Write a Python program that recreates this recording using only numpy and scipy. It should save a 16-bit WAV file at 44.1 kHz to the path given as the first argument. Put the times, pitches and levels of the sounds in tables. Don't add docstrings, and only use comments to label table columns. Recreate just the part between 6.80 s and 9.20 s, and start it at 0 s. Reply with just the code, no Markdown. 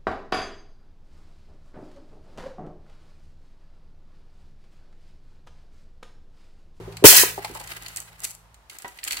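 import sys
import numpy as np
from scipy import signal
from scipy.fft import rfft, irfft, next_fast_len
from scipy.io import wavfile
from scipy.ndimage import map_coordinates

SR = 44100
rng = np.random.default_rng(int(sys.argv[2]) if len(sys.argv) > 2 else 0)


def transcribe(u):
    v = np.clip(np.atleast_2d(u).T, -1, 1)
    q = np.round(v * 32767).astype(np.int16)
    wavfile.write(sys.argv[1], SR, q)


N = 105840
T = np.arange(N) / SR
RING_T = T[:SR // 3]

# f/Hz, level/dB, T60/s
LID_MODES = [(122, -11.5, 0.023), (325.3, -5.5, 0.048), (421.5, 0, .04), (549.8, -8, 0.056),
             (898, -13.5, .12)]
# t/s, treble level/dB, midrange level/dB
RATTLE_ENVELOPE = [(.240, -20, -17.5), (.257, 6.5, -0.5), (.275, 2, -10), (.338, -11, -17.5),
                   (.374, -7.5, -15.5), (.426, -14, -23.5), (.46, -25.5, -28), (.6, -50, -54)]
# f/Hz, level/dB
SWEET_SPECTRUM = [(2500, -25.5), (4000, -2), (8000, 1.5), (10500, -2.5), (16000, -3)]
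# f/Hz, level/dB
WALL_SPECTRUM = [(100, -25), (400, -14), (680, -15), (1100, -3.5), (2050, 0), (3150, -0.5), (3900, -7),
                 (6000, -30.5)]
# t/s, level/dB, f/Hz, T60/s
RIM_KNOCKS = [(.0, -29, 374, 0.076), (.074, -32.5, 395, 0.17), (.224, -22.5, 407, 0.4),
              (.326, -18.5, 715, 0.0547), (.392, -21.5, 1762, 0.11), (0.433, -11, 951, 0.019),
              (.433, -16.5, 377, .03), (.577, -24, 771, 0.072), (.577, -30, 408, 0.072),
              (0.644, -23.5, 856, 0.063), (0.698, -31.5, 339, 0.11), (.75, -29.5, 887, 0.12),
              (.803, -33.5, 833, 0.11)]
# t/s, level/dB, body level re tick/dB
TICK_EVENTS = [(0.122, -40, -3), (0.168, -26, -7.5), (0.6453, -22.5, 0), (0.7485, -24, -16),
               (0.7987, -25.5, -12.5), (0.873, -27, -11), (1.061, -29.5, -2.5), (1.0817, -24, -15),
               (1.1605, -15.5, -24), (1.1699, -14.5, -21), (1.2018, -20, -32), (1.4426, -11, -19.5),
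               (1.449, -11.5, -20), (1.7424, -37.5, -14.5), (1.8966, -27.5, -8.5), (1.985, -23.5, -22.5),
               (2.0204, -28.5, -28), (2.0793, -28, -24), (2.186, -39, 3.5), (2.2304, -35.5, 4.5),
               (2.239, -15, -24), (2.2475, -18, -17), (2.2748, -17.5, -7), (2.280, -15, -16),
               (2.3069, -17, -4), (2.3205, -13, -14), (2.3284, -15.5, -8.5), (2.368, -19.5, -5)]
# f/Hz, level/dB
SNAP_SPECTRUM = [(2000, -26.5), (6300, -3), (7700, 2.5), (9200, -3.5), (16000, -14)]
# f/Hz, level/dB
BODY_SPECTRUM = [(300, -32), (1400, -15), (2100, -1.5), (3000, -2.5), (3750, -9), (4400, 1.5), (5200, -13),
                 (9000, -24)]
# t/s, duration/s, treble level/dB, midrange level/dB
RUB_STROKES = [(0.548, 0.36, -52.5, -45.5), (0.879, 0.1, -48.5, -41), (1.205, 0.26, -69.5, -56.5),
               (1.012, 0.19, -52, -48), (1.383, 0.12, -40.5, -49.5), (1.885, 0.51, -58.5, -53),
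               (2.244, 0.17, -52.5, -41)]
# f/Hz, level/dB
SLIDE_SPECTRUM = [(150, -15.5), (600, -12.5), (2050, -2), (3100, -7), (4300, -7.5), (6000, -17.5)]
# f/Hz, level/dB, T60/s
TIN_MODES = [(429, 2, 0.054), (770, 2.5, 0.071), (966, -2.5, 0.21), (1943, 3, 0.095)]
# harmonic number, level/dB
HUM_PARTIALS = [(2, -41), (3, -44.5)]
# f/Hz, level/dB
RUMBLE_SPECTRUM = [(22, -32), (50, 5.5), (75, -10.5), (300, -25.5), (900, -15), (1400, -20.5), (8000, -36),
                   (16000, -45)]
# f/Hz, side level re mid/dB
STEREO_WIDTH = [(380, -11.5), (900, -3), (2400, 0.5), (8100, 0), (13000, -18.5)]

POP_S, BODY_T60 = 0.242, 0.034
QUADRATURE = np.array([[0], [np.pi / 2]])


def lid_pop(level_db=6.5, rise_cycles=1.1, hold_s=0.006):
    out, t = np.zeros((2, N)), RING_T
    for hz, db, t60 in LID_MODES:
        rise_s = rise_cycles / hz
        envelope = np.minimum(t / rise_s, 1) * fade(np.maximum(t - rise_s - hold_s, 0), t60)
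        add(out, POP_S, amp(level_db + db) * envelope * np.sin(2 * np.pi * hz * t + QUADRATURE))
    return out


def sweet_rattle(per_s=5000):
    times, treble_db, mid_db = np.transpose(RATTLE_ENVELOPE)
    sweets = amp(np.interp(T, times, treble_db)) * impacts(per_s, 4, 0.034, SWEET_SPECTRUM, kinds=3)
    walls = amp(np.interp(T, times, mid_db)) * impacts(per_s, 4, BODY_T60, WALL_SPECTRUM, kinds=2)
    return sinking_notch(sweets + walls) * (T > times[0]) * (T < times[-1])


def sinking_notch(x, start_hz=4100, fall_hz_per_s=3300, width_hz=100, depth_db=-18):
    hz, s, spectra = signal.stft(x, SR, nperseg=1024)
    centre_hz = start_hz - fall_hz_per_s * (s - POP_S)
    dip = np.exp(-((hz[:, None] - centre_hz) / width_hz) ** 2)
    return signal.istft(spectra * amp(depth_db * dip), SR)[1][:, :N]


def rim_knocks(rise_s=0.0033, roughness=0.57, width_octaves=0.38):
    out, t = np.zeros((2, N)), RING_T
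    f = np.fft.rfftfreq(len(t), 1 / SR) + 1
    for s, db, hz, t60 in RIM_KNOCKS:
        band = 1 / (1 + (np.log2(f / hz) / width_octaves) ** 2) / (1 + (f / hz / 2) ** 2)
        scrape = unit(irfft(rfft(short_noise()) * band, len(t)))
        tone = np.sin(2 * np.pi * hz * t + QUADRATURE) / np.sqrt(2)
        envelope = np.minimum(t / rise_s, 1) * fade(np.maximum(t - rise_s, 0), t60)
        add(out, s, amp(db) * (tone + roughness * scrape) * envelope)
    return out


def ticks(ring_t60=0.058, halving_db=14):
    snaps, body, t = np.zeros((2, N)), np.zeros((2, N)), RING_T
    answer = np.minimum(t / 0.001, 1) * fade(t, BODY_T60)
    for s, db, body_db in TICK_EVENTS:
        snap = fade(t, ring_t60 * 2 ** (body_db / halving_db)) + amp(-5) * fade(t, 0.0013)
        for track, gain_db, envelope in ((snaps, 4.5, snap), (body, 14.5 + body_db, answer)):
            burst = short_noise() * envelope
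            burst /= np.linalg.norm(burst, axis=1, keepdims=True)
            add(track, s + 0.00093, 2 * amp(db + gain_db) * burst)
    return colour(snaps, SNAP_SPECTRUM) + colour(body, BODY_SPECTRUM)


def rustle(rise_s=0.024, release_t60=0.22, flutter_db=3, flutter_per_s=70, per_s=900):
    treble, mid = np.zeros(N), np.zeros(N)
    for s, duration, treble_db, mid_db in RUB_STROKES:
        stroke = np.clip((T - s) / rise_s, 0, 1) * fade(np.maximum(T - s - duration, 0), release_t60)
        treble += amp(treble_db) * stroke
        mid += amp(mid_db) * stroke
    flutter = amp(flutter_db * map_coordinates(rng.standard_normal(N // 100), [T * flutter_per_s]))
    crackle = treble * impacts(per_s, 8.4, 0.0041, SNAP_SPECTRUM, kinds=4)
    slide = mid * impacts(per_s, 2.3, BODY_T60, SLIDE_SPECTRUM, kinds=3)
    return flutter * (crackle + slide)


def finger_tap(at_s=2.046, level_db=-35.5):
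    out, t = np.zeros((2, N)), RING_T
    band = signal.butter(2, [245, 1990], "band", fs=SR, output="sos")
    thud = unit(signal.sosfilt(band, short_noise())) * fade(t, t60=0.13)
    ring = sum(amp(db) * np.sin(2 * np.pi * (hz * t + rng.random((2, 1)))) * fade(t, t60)
               for hz, db, t60 in TIN_MODES)
    add(out, at_s, amp(level_db) * (thud + ring))
    return out


def room(x, level_db=-8.5):
    tail = short_noise() * fade(RING_T, t60=0.35)
    return amp(level_db) * signal.fftconvolve(x, tail / np.linalg.norm(tail[0]), axes=1)[:, :N]


def background(fundamental_hz=55.2, end_s=1.755, hum_db_per_s=-12.5, rumble_db_per_s=-6.5):
    hum = sum(amp(db) * np.sin(2 * np.pi * (k * fundamental_hz * T + rng.random()))
              for k, db in HUM_PARTIALS)
    hum *= amp(hum_db_per_s * T) * np.clip((end_s - T) / 0.03, 0, 1)
    rumble = filtered(rng.standard_normal((2, N)), lambda hz: gain_at(RUMBLE_SPECTRUM, hz))
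    return hum + amp(-45 + rumble_db_per_s * np.minimum(T, end_s)) * unit(spread(rumble))


def impacts(per_s, scatter_db, t60, spectrum, kinds):
    out = np.zeros((2, N))
    for _ in range(kinds):
        hits = (rng.random(N) < per_s / kinds / SR) * rng.choice([-1, 1], N)
        strength = amp(scatter_db * np.clip(rng.standard_normal(N), -2, 2))
        ring = short_noise() * fade(RING_T, t60)
        out += signal.fftconvolve((hits * strength)[None], ring, axes=1)[:, :N]
    return unit(colour(out, spectrum))


def colour(x, spectrum, size=4096):
    cepstrum = irfft(np.log(gain_at(spectrum, np.fft.rfftfreq(size, 1 / SR))))
    cepstrum[1:size // 2] *= 2
    cepstrum[size // 2 + 1:] = 0
    response = irfft(np.exp(rfft(cepstrum)))
    return signal.fftconvolve(x, response[None] / np.linalg.norm(response), axes=1)[:, :N]


def filtered(x, response):
    size = next_fast_len(N + SR // 2)
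    return irfft(rfft(x, size) * response(np.fft.rfftfreq(size, 1 / SR)), size)[..., :N]


def spread(pair):
    angle = lambda hz: np.arctan(gain_at(STEREO_WIDTH, hz))
    mid, side = filtered(pair, lambda hz: np.array([np.cos(angle(hz)), np.sin(angle(hz))]))
    return np.array([mid + side, mid - side])


def gain_at(spectrum, hz):
    f, db = np.transpose(spectrum)
    return amp(np.interp(np.log(hz + 1), np.log(f + 1), db))


def amp(db):
    return 10 ** (np.asarray(db) / 20)


def unit(x):
    return x / np.sqrt(np.mean(x ** 2) + 1e-20)


def fade(t, t60):
    return np.exp(-np.log(1000) * t / t60)


def short_noise():
    return rng.standard_normal((2, len(RING_T)))


def add(track, s, sound):
    i = round(s * SR)
    track[..., i:i + sound.shape[-1]] += sound[..., :N - i]


def scene():
    contacts = rim_knocks() + finger_tap() + ticks()
    return spread(lid_pop() + sweet_rattle() + contacts + rustle() + room(contacts)) + background()


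def record(dry, bass_hz=37.7, hardness=5.7, top_hz=15800):
    lean = signal.sosfilt(signal.butter(2, bass_hz, "high", fs=SR, output="sos"), dry)
    clipped = lean / (1 + np.abs(lean) ** hardness) ** (1 / hardness)
    return filtered(clipped, lambda hz: 1 / np.sqrt(1 + (hz / top_hz) ** 300))


dry = scene()
out = record(dry)
transcribe(out)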